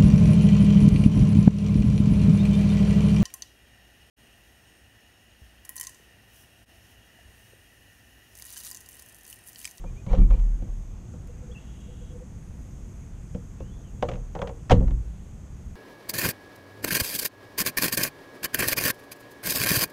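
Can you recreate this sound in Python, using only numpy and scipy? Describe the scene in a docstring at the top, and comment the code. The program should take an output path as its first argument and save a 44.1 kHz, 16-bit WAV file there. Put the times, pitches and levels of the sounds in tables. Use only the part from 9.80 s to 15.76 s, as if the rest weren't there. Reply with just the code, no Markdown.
"""A plastic kayak on a still lake: rumble (noise bands) and shore insects (resonant noise) lie under it all.
First a pole on the hull sways (low sines), gear knocks the deck (struck modes, noise clacks), birds chirp
(gliding sines with an echo) and shifting weight and gear shove the hull (dense slips through its modes).
From 1.5 s come a tiny click, soft coos (short sines) and a marsh bird's trill (buzzing noise bands);
from 3.5 s knocks, chirps, shoves and sway return, and the sway dies away last."""
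import sys
import numpy as np
from scipy import signal
from scipy.io import wavfile

SR = 44100
rng = np.random.default_rng(int(sys.argv[2]) if len(sys.argv) > 2 else 0)


def output_pcm(signal):
    """Save a mono or channel-first signal as 16-bit PCM at the path in sys.argv[1].

    Samples are clipped to [-1, 1] before scaling.
    """
    pcm = np.clip(np.atleast_2d(signal).T, -1, 1) * 32767
    wavfile.write(sys.argv[1], SR, np.round(pcm).astype(np.int16))


N = 262659   # samples
T = np.arange(N) / SR   # s


def from_db(db):
    """Amplitude gain of a level in dB."""
    return 10 ** (np.asarray(db) / 20)


def rms_one(x):
    """Scales a signal to rms 1."""
    return x / np.sqrt(np.mean(x ** 2) + 1e-20)


def decay_per_sample(t60):
    """Factor per sample that falls 60 dB in t60 seconds."""
    return from_db(-60 / (t60 * SR))


def drift(rate):
    """Random wander of spread about 1, with a new target 2 * rate times a second."""
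    count = int(N / SR * rate * 2) + 3
    targets = rng.standard_normal(count)
    return np.interp(T * rate * 2, np.arange(count), targets) * np.sqrt(3 / 2)


def ring(force, hz, t60):
    """Damped resonator: a unit click sets a sine of height 1 ringing."""
    r, w = decay_per_sample(t60), 2 * np.pi * hz / SR
    return signal.lfilter([0, np.sin(w)], [1, -2 * r * np.cos(w), r * r], force + 1e-18)


def bands(x, peaks):
    """Steep resonances in parallel, each of two resonators in a row; rms 1."""
    total = 0
    for hz, width, db in peaks:
        t60 = 2.2 / width
        total = total + from_db(db) * rms_one(ring(ring(x, hz, t60), hz, t60))
    return rms_one(total)


def dull(x, hz):
    """Low-pass that keeps a mode from spilling far above its pitch."""
    return signal.sosfilt(signal.butter(2, min(2 * hz, .45 * SR), fs=SR, output="sos"), x)


def band_pass(x, low, high):
    """Lets through what lies between two pitches."""
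    return signal.sosfilt(signal.butter(2, [low, high], "band", fs=SR, output="sos"), x)


def half_octave(x, hz):
    """The half octave around a pitch; rms 1."""
    return rms_one(band_pass(x, hz / 2 ** .25, hz * 2 ** .25))


def swell(s, length, rise, fall_db_per_s, fade):
    """Gain that rises, sinks steadily and fades out at the end."""
    t = T - s
    attack = np.clip(t / rise, 0, 1)
    sinking = from_db(-fall_db_per_s * np.maximum(t - rise, 0))
    return attack * sinking * np.clip((length - t) / fade, 0, 1)


def tones(rows, rise, fall_db_per_s, fade):
    """A swelling sine for each row; a row's level is rms before the swell."""
    out = np.zeros(N)
    for s, length, hz, db in rows:
        sine = np.sqrt(2) * np.sin(2 * np.pi * hz * (T - s))
        out += from_db(db) * swell(s, length, rise, fall_db_per_s, fade) * sine
    return out


# spectrum of rumble and hiss, scaled as a whole later: f/Hz, relative level/dB per Hz
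AIR_SPECTRUM = [(20, -9), (38, 2), (64, 0.5), (122, -5.5), (200, -11), (270, -20.5), (530, -29),
                (1200, -36.5), (2800, -42.5), (4600, -54), (6500, -42), (8500, -41.5), (10500, -65),
                (12000, -55), (14000, -57)]
# insect bands: f/Hz, width/Hz, relative level/dB
INSECT_BANDS = [(6500, 560, 0), (6050, 200, -10)]
# insect level before its waver: t/s, level/dB
INSECT_LEVEL = [(0.0, -67.5), (1.0, -68.5), (4.5, -66.5), (5.1, -69.5), (5.95, -68.5)]
# hull modes, also played by knocks and shoves: f/Hz, relative level/dB, t60/s
HULL_MODES = [(73, 6, 0.045), (97.3, -4, 0.33), (120.3, -3.5, 0.53), (148, -1.5, 0.11), (180.7, 1, 0.23),
              (221.6, -7.5, 0.093), (252, -9.5, 0.31), (329.8, -7.5, 0.15), (464, -14, 0.26),
              (486, -5, 0.18), (517, -1, 0.095), (543.6, -6.5, 0.1), (597, -5, .12), (719, -8, 0.043),
              (745, -3.5, 0.046), (836, -17.5, 0.099), (895.5, -10.5, 0.059), (957, -14, 0.067),
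              (1085, -15.5, 0.063), (1250, -12, 0.013)]
DEEP_HZ = 340   # modes below this are the deep hull, those above the panel
RUMBLE_DB, HUM_DB = -39.5, -13.0   # rumble and hiss rms; hum against them, before its low-pass


def lake():
    """Air noise in narrow bands that each waver, hull modes humming faintly, and hissing insects."""
    white = rng.standard_normal((2, N + SR))
    hz_at, db_at = np.transpose(AIR_SPECTRUM)
    edges = 18 * 2 ** np.arange(0, 10.1, .4)   # Hz
    air = np.zeros(N)
    for k, (low, high) in enumerate(zip(edges, edges[1:])):
        band = band_pass(white[k % 2], low, high)[SR:]   # skips the filter's first second
        db = np.interp(np.log(low * high) / 2, np.log(hz_at), db_at)
        air += band * from_db(db + drift(3))
    hum = sum(from_db(db) * rms_one(ring(white[1, :N], hz, t60))
              for hz, db, t60 in HULL_MODES if hz < DEEP_HZ)
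    hum = from_db(HUM_DB) * dull(rms_one(hum), DEEP_HZ)
    insect_db = np.interp(T, *np.transpose(INSECT_LEVEL)) + .8 * drift(4)
    insects = bands(white[0, :N], INSECT_BANDS) * from_db(insect_db)
    return (rms_one(air) + hum) * from_db(RUMBLE_DB) + insects


# swings of the pole: t/s, length/s, f/Hz, level/dB
SWAYS = [(0.0, 0.18, 34.3, -31.5), (.3, 0.058, 35, -14.5), (.375, .11, 35.6, -9), (.485, 0.075, 38.7, -9.5),
         (.57, 0.213, 37.8, -16), (.775, 0.076, 36.5, -26.5), (.87, 0.39, 36.1, -28.5),
         (4.33, 0.44, 37.8, -31.5), (4.91, 0.047, 36.4, -22), (4.95, .29, 53.7, -17.5),
         (5.025, 0.15, 36.4, -21), (5.24, 0.21, 53.1, -34.5), (5.83, 0.063, 52, -36)]
SWAY_RISE_S, SWAY_FALL_DB_PER_S, SWAY_STOP_S = 0.031, 48, 0.024


def pole_sway():
    """The pole, set swaying by each push, sounds as a low sine that swells, sinks and stops."""
    return tones(SWAYS, SWAY_RISE_S, SWAY_FALL_DB_PER_S, SWAY_STOP_S)


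# gear on the deck, before mode levels and chance:
# t/s, panel level/dB, clack level/dB, deep hull level/dB, brightness/dB per octave
KNOCKS = [(0.04, -32.5, -59, -35, 4.5), (0.264, -37.5, -49, -29.5, 1), (0.331, -19, -41, -38, -2.5),
          (0.349, -29, -42, -27, -1), (0.383, -47, -48, -19, 6), (0.506, -28.5, -46.5, -39, 6),
          (0.537, -35, -51.5, -31.5, -4), (0.595, -49, -52, -46, -13), (0.821, -41.5, -58, -31.5, 0.1),
          (1.336, -39, -62, -35.5, -7), (3.547, -31.5, -50, -25.5, -8.5),
          (3.804, -32.5, -54.5, -26.5, -1.5), (4.225, -13.5, -30, -26.5, 3.5), (4.287, -23, -32.5, -27, -2),
          (4.315, -28.5, -41, -38, -2), (4.336, -41, -43.5, -31, -2), (4.355, -36, -48, -44, -11),
          (4.551, -22, -39, -35.5, 5), (4.59, -26.5, -45, -42, 0), (4.617, -20.5, -33, -28.5, 7),
          (4.673, -26.5, -37.5, -37, -8.5), (4.692, -29, -46.5, -38, -1.5), (4.897, -23, -26, -23, 14),
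          (4.908, -5.5, -24, -15.5, 2), (4.915, -11.5, -19.5, -7, -12.5), (4.924, -15.5, -34, -9.5, 4),
          (5.005, -23.5, -53, -26, -6), (5.029, -33, -55, -33, 0.1), (5.08, -39, -50, -48, 13),
          (5.107, -38.5, -48.5, -27.5, 6)]
CONTACT_MS, DULL_LONGER = 2.33, 0.056   # base contact time; its stretch for dull knocks, per dB per octave
CHANCE_DB, STRIKE_TRIM_DB = 1.64, -5.5   # spread of each mode's luck; trim of every strike


def knocks():
    """Each knock is a short ragged contact that rings the hull modes."""
    out = np.zeros(N)
    luck = rng.normal(0, CHANCE_DB, (len(KNOCKS), len(HULL_MODES)))
    steps = np.arange(900)
    for k, (hz, mode_db, t60) in enumerate(HULL_MODES):
        force = np.zeros(N)
        cycle = np.exp(-2j * np.pi * hz * steps / SR)
        for (s, panel_db, _, deep_db, tilt), chance_db in zip(KNOCKS, luck[:, k]):
            db = deep_db if hz < DEEP_HZ else panel_db + tilt * np.log2(hz / 600)
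            # low modes build up over part of a cycle
            contact_s = CONTACT_MS * np.exp(-DULL_LONGER * tilt) / 1000 + .25 / hz
            t = steps / SR / contact_s
            contact = rng.standard_normal(900) * np.sqrt(t) * np.exp(-t)
            # scaled by what the contact holds at the mode's own pitch and by its whole energy
            size = 0.52 * abs(contact @ cycle) + 0.5 * np.sqrt(np.sum(contact ** 2))
            start = int(s * SR)
            force[start:start + 900] += contact / size * from_db(db + mode_db + STRIKE_TRIM_DB + chance_db)
        out += dull(ring(force, hz, t60), hz)
    return out


# treble modes too dense to tell apart, also played by shoves:
# f/Hz, relative level/dB, t60/s before the two falls scale it
CLACK_BANDS = [(906, -9, 0.049), (1396, -1.5, 0.039), (2000, -2.5, 0.0371), (2860, -3, 0.042),
               (3660, -9, 0.021), (5340, -11.5, 0.048), (8240, -45, 0.0069), (10800, -37, .015)]
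CLACK_TILT_DB = -0.45   # per octave around 2500 Hz


def clacks():
    """Each knock also sets off half-octave bands of dying noise, the dense treble of the hull."""
    out = np.zeros(N)
    s, _, clack_db, _, _ = np.transpose(KNOCKS)
    white = rng.standard_normal((2, N))
    for k, (hz, db, t60) in enumerate(CLACK_BANDS):
        blows = np.full(N, 1e-18)
        blows[(s * SR).astype(int)] = from_db(clack_db + db + CLACK_TILT_DB * np.log2(hz / 2500))
        # a fast first drop, then a fainter and longer tail
        fall = sum(share * signal.lfilter([1], [1, -decay_per_sample(times * t60)], blows)
                   for share, times in [(0.73, 0.83), (0.048, 3.0)])
        softened = signal.lfilter([.06], [1, -.94], fall)
        out += softened * half_octave(white[k % 2], hz)
    return out


# bird whistles: t/s, length/s, start f/Hz, middle f/Hz, end f/Hz, peak level/dB, roughness/0-1
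CHIRPS = [(0.057, 0.035, 2262, 2430, 2370, -57.5, 0), (0.16, 0.051, 2160, 2450, 2414, -57.5, 0.03),
          (0.282, 0.03, 2140, 2350, 2410, -53, 0), (0.397, 0.039, 2310, 2330, 2290, -52.5, 0.3),
          (0.519, 0.031, 2280, 2410, 2330, -53, 0.1), (1.564, 0.055, 2570, 2490, 2460, -70, 0.16),
          (1.713, 0.016, 3380, 3300, 3300, -53, 0.7), (1.744, 0.051, 2700, 2666, 2750, -50.5, 0.53),
          (3.76, 0.28, 2310, 3150, 3520, -66, 0.63), (4.029, 0.077, 3300, 3000, 2450, -65, 0.9)]
ECHO_DB, ECHO_T60_S = -9, 0.23


def chirps():
    """Whistles on a curved glide, the rough ones wavering fast in pitch, with a short echo off the trees."""
    out, waver = np.zeros(N), drift(120)
    for s, length, start_hz, middle_hz, end_hz, db, rough in CHIRPS:
        u = np.arange(int(length * SR)) / (length * SR)
        bend_hz = middle_hz - (start_hz + end_hz) / 2
        hz = start_hz + (end_hz - start_hz) * u + bend_hz * 4 * u * (1 - u)
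        span = slice(int(s * SR), int(s * SR) + len(u))
        hz = hz + 150 * rough * waver[span]
        out[span] += from_db(db) * np.sqrt(np.sin(np.pi * u)) * np.sin(2 * np.pi * np.cumsum(hz) / SR)
    tail = rng.standard_normal(6000) * from_db(-60 * np.arange(6000) / SR / ECHO_T60_S)
    echo = signal.fftconvolve(out, tail / np.sqrt(np.sum(tail ** 2)))[:N]
    return out + from_db(ECHO_DB) * echo


# shifting weight and dragging gear, levels before the trim:
# t/s, rise/s, fall/dB per s, panel level/dB, deep hull level/dB, treble level/dB
SHOVES = [(0.267, 0.07, 228, -29, -20.5, -45.5), (0.35, 0.055, 188, -41, -14.5, -57),
          (0.49, 0.021, 97, -42.5, -30.5, -53.5), (0.869, 0.0075, 260, -46.5, -33.5, -78),
          (4.23, 0.017, 330, -32, -31, -52), (4.277, 0.01, 133, -35.5, -32.5, -57),
          (4.556, 0.011, 350, -30, -38, -70), (4.607, 0.021, 150, -31.5, -31, -62),
          (4.9, 0.018, 502, -14, -8, -26.5), (4.95, 0.019, 88, -37, -15.5, -67)]
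FALL_SPEEDS, SHOVE_TRIM_DB = [1, 1, 1.16], [-4.0, -3.0, -3.0]   # panel, deep hull, treble
SLIPS_PER_S = 3000


def shoves():
    """A dense, uneven run of small slips drives the hull modes and the treble bands."""
    gains, parts = np.zeros((3, N)), np.zeros((3, N))   # panel, deep hull, treble
    for s, rise, fall, *levels_db in SHOVES:
        for gain, db, speed in zip(gains, levels_db, FALL_SPEEDS):
            gain += from_db(db) * swell(s, 0.82, rise, speed * fall, 1 / 2)
    happens = rng.random(N) < SLIPS_PER_S / SR
    strength = from_db(2.63 * np.minimum(rng.exponential(1, N), 3.0))
    slips = happens * strength * rng.choice([-1, 1], N)
    for hz, db, t60 in HULL_MODES:
        # modes ring about half as long as under a knock
        parts[int(hz < DEEP_HZ)] += from_db(db) * rms_one(dull(ring(slips, hz, 0.51 * t60), hz))
    parts[2] = sum(from_db(db) * half_octave(slips, hz) for hz, db, _ in CLACK_BANDS[1:])
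    return sum(gain * rms_one(part) * from_db(db) for gain, part, db in zip(gains, parts, SHOVE_TRIM_DB))


def snap():
    """A tiny broad click: one lone sample at 1.474 s, -35 dB."""
    out = np.zeros(N)
    out[int(1.474 * SR)] = from_db(-35)
    return out


# soft short coos, level before its waver: t/s, length/s, f/Hz, level/dB
COOS = [(1.475, 0.054, 486, -52), (1.535, 0.042, 500, -50), (1.612, 0.051, 497, -49),
        (1.68, 0.052, 485, -46.5), (2.065, 0.054, 487, -51), (2.105, .045, 487, -51.5),
        (2.2, 0.053, 485, -49), (2.295, 0.048, 500, -47.5), (2.33, 0.057, 488, -46),
        (2.395, 0.062, 502, -49)]
COO_RISE_S, COO_FADE_S, COO_WAVER_DB = .03, .035, 2.5


def coos():
    """Far coos: short swelling sines whose level wavers."""
    return tones(COOS, COO_RISE_S, 0, COO_FADE_S) * from_db(COO_WAVER_DB * drift(40))


# bands of a marsh bird's buzzy trill: f/Hz, width/Hz, relative level/dB
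TRILL_BANDS = [(2820, 150, -3), (2960, 130, -3), (3310, 160, -1.5), (3680, 380, -7.5)]
TRILL_S, TRILL_LENGTH_S, TRILL_RISE_S, TRILL_FADE_S = 1.77, .58, 0.02, 0.031
TRILL_DB, TRILL_FALL_DB_PER_S = -65, 3.0


def trill():
    """Noise pulsing slightly at 60 Hz buzzes through a few narrow resonances."""
    buzz = rng.standard_normal(N) * (1 + 0.12 * np.sin(2 * np.pi * 60 * T))
    gain = swell(TRILL_S, TRILL_LENGTH_S, TRILL_RISE_S, TRILL_FALL_DB_PER_S, TRILL_FADE_S)
    return bands(buzz, TRILL_BANDS) * from_db(TRILL_DB) * gain


def scene():
    """Lake, pole, hull and birds together, as one channel."""
    out = lake() + pole_sway() + knocks() + clacks() + chirps() + shoves() + snap() + coos() + trill()
    return out[None]


def record(dry):
    """Peaks are rounded towards 0.85, then the top is cut steeply from 15780 Hz."""
    rounded = .85 * np.tanh(dry / .85)
    return signal.sosfilt(signal.cheby2(12, 70, 15780, fs=SR, output="sos"), rounded)


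dry = scene()
out = record(dry)
output_pcm(out)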